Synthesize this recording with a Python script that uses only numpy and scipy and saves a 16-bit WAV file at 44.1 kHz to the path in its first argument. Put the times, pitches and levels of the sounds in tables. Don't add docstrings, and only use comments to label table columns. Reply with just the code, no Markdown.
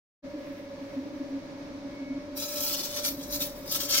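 import sys
import numpy as np
from scipy import signal
from scipy.fft import rfft, irfft
from scipy.io import wavfile

SR = 44100
rng = np.random.default_rng(int(sys.argv[2]) if len(sys.argv) > 2 else 0)


def transcribe(signal):
    frames = np.atleast_2d(signal).T
    limited = np.clip(frames, -1, 1)
    pcm = np.round(limited * 32767).astype(np.int16)
    wavfile.write(sys.argv[1], SR, pcm)


N = 176400
T = np.arange(N) / SR
HZ = np.maximum(np.fft.rfftfreq(N, 1 / SR), 1)
BEAM_ON_S = 2.345

# (time [s], level [dB])
DRONE_LEVEL = [(.3, -42.5), (.6, -45), (.9, -48.5), (1.03, -38.5), (1.35, -39.5), (1.7, -44), (2.15, -43),
               (2.3, -43.5), (2.9, -51), (3.35, -43.5), (3.6, -50), (4, -52)]
# (time [s], share [0-1])
REPEAT_SHARE = [(2.6, .55), (3.05, .3), (3.35, .4), (3.95, .25)]


def from_db(db):
    return 10 ** (np.asarray(db) / 20)


def rms_one(x):
    return x / np.sqrt(np.mean(x ** 2) + 1e-20)


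def over_time(table):
    return np.interp(T, *np.transpose(table))


def over_hz(table):
    hz, value = np.transpose(table)
    return np.interp(np.log(HZ), np.log(hz), value)


def filtered(x, gain):
    return irfft(rfft(x) * gain, N)


def drift(hz, size=8192):
    rates = np.fft.rfftfreq(size, T[-1] / size)
    slow = irfft(rfft(rng.standard_normal(size)) * (rates > 1) / (1 + (rates / hz) ** 2))
    return np.interp(T, np.linspace(0, T[-1], size), rms_one(slow))


def stereo_noise(gain):
    # (frequency [Hz], likeness [0-1])
    likeness = [(60, .97), (300, .87), (600, .65), (1200, .05)]
    alike = over_hz(likeness)
    middle = filtered(rng.standard_normal(N), gain * np.sqrt(1 + alike))
    side = filtered(rng.standard_normal(N), gain * np.sqrt(1 - alike))
    return rms_one(np.array([middle + side, middle - side]))


def tone(hz, wander_hz=.96, waver_db=1.7):
    phase = 2 * np.pi * (np.cumsum(hz + wander_hz * drift(4.7)) / SR + rng.random())
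    return rms_one(np.sin(phase) * from_db(waver_db * drift(11)))


def shop_rumble():
    # (frequency [Hz], relative level [dB])
    colour = [(15, -18), (30, -20), (41, 10), (55, -5), (75, -19), (150, -3), (500, -83)]
    # (time [s], level [dB])
    level = [(.3, -78), (1.4, -82), (1.9, -60.5), (2.8, -69), (3.3, -49), (4, -59)]
    return stereo_noise(from_db(over_hz(colour))) * from_db(over_time(level))


def jacket():
    # (frequency [Hz], relative level [dB])
    colour = [(500, -20), (2000, 24), (7000, -2), (15000, 5)]
    # (time [s], level [dB])
    level = [(.25, -66), (.5, -55.5), (.68, -63), (1.15, -61.5), (1.45, -68), (2.2, -69)]
    return stereo_noise(from_db(over_hz(colour))) * from_db(over_time(level) + 2 * drift(10))


def cooling_air(housing_hz=276.2, width_hz=32, waver_db=.5):
    # (frequency [Hz], relative level [dB])
    colour = [(70, -5), (130, -2), (200, 1), (330, 3), (420, -5), (580, 1), (720, -9), (1000, -7.5),
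              (1500, -13.5), (2300, -14), (2900, -20), (4000, -17.5), (5800, -20), (8000, -35.5),
              (15000, -43.5)]
    # (time [s], level [dB])
    level = [(.3, -47.5), (1.6, -45.5), (2.4, -46.5), (4, -45)]
    resonance = 1 / (1 + ((HZ - housing_hz ** 2 / HZ) / width_hz) ** 2)
    throb = stereo_noise(resonance) * from_db(over_time(DRONE_LEVEL) - 1.5)
    rush = stereo_noise(from_db(over_hz(colour))) * from_db(over_time(level) + waver_db * drift(8.2))
    return throb + rush


def housing_drone():
    # (pitch [Hz], level relative to the drone [dB])
    tones = [(271.5, -14), (279.5, -5.5), (297, -11), (311, -13)]
    return sum(tone(hz) * from_db(db) for hz, db in tones) * from_db(over_time(DRONE_LEVEL))


def housing_swells(width_s=.017):
    # (time [s], peak level [dB], pitch [Hz])
    swells = [(0.352, -32, 300.4), (0.828, -35, 276), (0.981, -25.5, 270.9), (1.166, -30.5, 275),
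              (1.21, -26.5, 280.7), (1.86, -29.5, 280.7), (2.031, -33, 272), (2.112, -26, 272),
              (2.17, -29, 277.5), (3.193, -33, 271.4), (3.427, -37, 276.4), (3.848, -39.5, 275)]
    return sum(from_db(db) * np.exp(-((T - s) / width_s) ** 2) * np.sin(2 * np.pi * (hz * T + rng.random()))
               for s, db, hz in swells)


def fan_tone(hz, roughness=.16):
    flutter = np.array([drift(28) + 1j * drift(28) for side in range(2)])
    return rms_one(np.real(signal.hilbert(tone(hz)) * (1 + roughness * flutter)))


def fans():
    pitches = [543.5, 558.9, 586.7]
    # (time [s], level [dB])
    low = [(.3, -51.5), (1.3, -54), (2.4, -62), (4, -51)]
    middle = [(.3, -46.5), (1.2, -47.5), (1.75, -52.5), (2.4, -50), (3, -52.5), (4, -51.5)]
    high = [(.3, -48), (1.2, -52.5), (1.7, -55), (2.45, -44.5), (2.62, -39.5), (2.8, -49.5), (3.02, -37),
            (3.15, -53), (3.33, -41), (3.55, -48.5), (4, -45)]
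    # (pitch [Hz], level [dB])
    overtones = [(97, -62), (186, -64), (938, -67.5), (1675, -66), (2213, -66.5)]
    whine = sum(fan_tone(hz) * from_db(over_time(level)) for hz, level in zip(pitches, (low, middle, high)))
    faint_tones = sum(tone(hz) * from_db(db) for hz, db in overtones)
    singing = tone(2213) * from_db(-56.5) * np.exp(-((T - 2.06) / .14) ** 2)
    return whine + faint_tones + singing


def echoes(sound, places=9, close_s=.06, tail_s=.3, tail_db=-19, delay_s=.0003):
    age = T[:SR // 4]
    place = np.interp(T, [BEAM_ON_S, T[-1]], [0, places - 1])
    decay = from_db(-60 * age / close_s) + from_db(tail_db - 60 * age / tail_s)
    total = 0
    for k in range(places):
        echo = rng.standard_normal((2, len(age))) * decay * (age > delay_s)
        here = sound * np.sqrt(np.maximum(1 - abs(place - k), 0))
        total = total + signal.fftconvolve(here, rms_one(echo) / np.sqrt(len(age)), axes=1)[:, :N]
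    return total


def beam_pops(sweeps_per_s=218.3, pops_per_s=5900, spread_db=3, flutter_db=1.6):
    sizes = from_db(spread_db * np.minimum(rng.exponential(1, N), 5)) * rng.choice([-1, 1], N)
    pops = sizes * (rng.random(N) < pops_per_s / SR)
    share = over_time(REPEAT_SHARE)
    period = round(SR / sweeps_per_s)
    for i in range(period, N - period, period):
        repeated = share[i] * pops[i - period:i]
        pops[i:i + period] = repeated + np.sqrt(1 - share[i] ** 2) * pops[i:i + period]
    angle = 2 * np.pi * T * sweeps_per_s
    pulsing = 1 + .28 * np.cos(angle) + .2 * np.cos(2 * angle)
    return pops * pulsing * from_db(flutter_db * drift(70))


def burn_strength(rise_s=.005, fall_s=.014):
    # (time [s], relative level [dB])
    flares = [(2.352, -73), (2.37, -45), (2.395, -41), (2.435, -34), (2.472, -40.5), (2.57, -34.5),
              (2.72, -31.5), (2.82, -37), (2.848, -33), (2.92, -39), (2.957, -34), (2.985, -30),
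              (3.022, -40.5), (3.05, -29.5), (3.085, -37), (3.16, -52.5), (3.248, -46), (3.297, -49.5),
              (3.311, -39), (3.357, -34.5), (3.392, -45), (3.414, -36.5), (3.455, -36.5), (3.525, -55),
              (3.64, -52.5), (3.69, -44.5), (3.718, -31), (3.76, -31), (3.778, -45), (3.801, -32.5),
              (3.85, -33), (3.877, -41.5), (3.892, -26), (3.92, -29), (3.939, -21.5), (4.0, -26.5)]
    # (time [s], relative peak level [dB])
    spurts = [(2.371, -36.5), (3.06, -33.5), (3.416, -34), (3.756, -31.5)]
    spikes = sum(from_db(db) * np.exp(-np.maximum((s - T) / rise_s, (T - s) / fall_s)) for s, db in spurts)
    return (from_db(over_time(flares)) + spikes) * from_db(2.5) * (T > BEAM_ON_S)


def sweep_ringing(pops, width_hz=34):
    # (pitch [Hz], relative level [dB])
    overtones = [(1310, -4), (3710, -7), (3932, 7), (4600, -0.5), (5265, 0), (5675, 8.5)]
    peaks = sum(from_db(db) / (1 + 1j * (HZ - hz) / width_hz) ** 2 for hz, db in overtones)
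    return rms_one(filtered(pops, peaks)) * from_db(-2.3) * over_time(REPEAT_SHARE) ** 2 * burn_strength()


def flicker(sound, bands=14, depth_db=2.2):
    place = np.sqrt(HZ / HZ[-1]) * (bands - 1)
    return sum(filtered(sound, np.maximum(1 - abs(place - k), 0)) * from_db(depth_db * drift(22))
               for k in range(bands))


def sizzle(pops, right_delay_s=.00009, treble_hz=8000):
    # (frequency [Hz], relative level [dB])
    colour = [(300, -24), (900, -13), (1400, -10.5), (2000, -14), (2450, -11.5), (2850, -9.5), (3600, -2.3),
              (4600, 0), (5700, 1.7), (7000, -3.7), (8500, -8.5), (10500, -7.6), (13000, -1), (15000, 2)]
    # (frequency [Hz], left minus right [dB])
    balance = [(1000, 3), (2500, 8), (5000, 3), (9000, -1), (15000, 1)]
    # (time [s], relative level [dB])
    treble_level = [(2.38, 1.5), (2.47, -1.5), (2.7, -1.5), (2.98, -6), (3.06, 1), (3.42, 1), (3.75, -2),
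                    (3.92, -6.5), (4.0, -3.5)]
    delay = np.exp(-2j * np.pi * HZ * np.array([[0], [right_delay_s]]))
    sides = delay * from_db(over_hz(balance) * np.array([[.5], [-.5]]))
    hiss = rms_one(filtered(flicker(pops), from_db(over_hz(colour)) * sides))
    treble = filtered(hiss, 1 - 1 / (1 + (HZ / treble_hz) ** 10))
    return (hiss - treble + treble * from_db(over_time(treble_level))) * burn_strength()


def scene(echo_db=1.2, left_delay_s=.00011):
    pops = beam_pops()
    spot = sizzle(pops)
    background = fans() + housing_drone() + cooling_air() + shop_rumble() + housing_swells()
    background = filtered(background, np.exp(-2j * np.pi * HZ * np.array([[left_delay_s], [0]])))
    return spot + from_db(echo_db) * echoes(spot) + sweep_ringing(pops) + background + jacket()


def record(dry):
    start_s, fade_s, cutoff_hz = .222, .025, 15850
    faded_in = dry * np.clip((T - start_s) / fade_s, 0, 1) ** 2
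    return signal.sosfilt(signal.ellip(12, .2, 80, cutoff_hz, fs=SR, output="sos"), faded_in)


dry = scene()
out = record(dry)
transcribe(out)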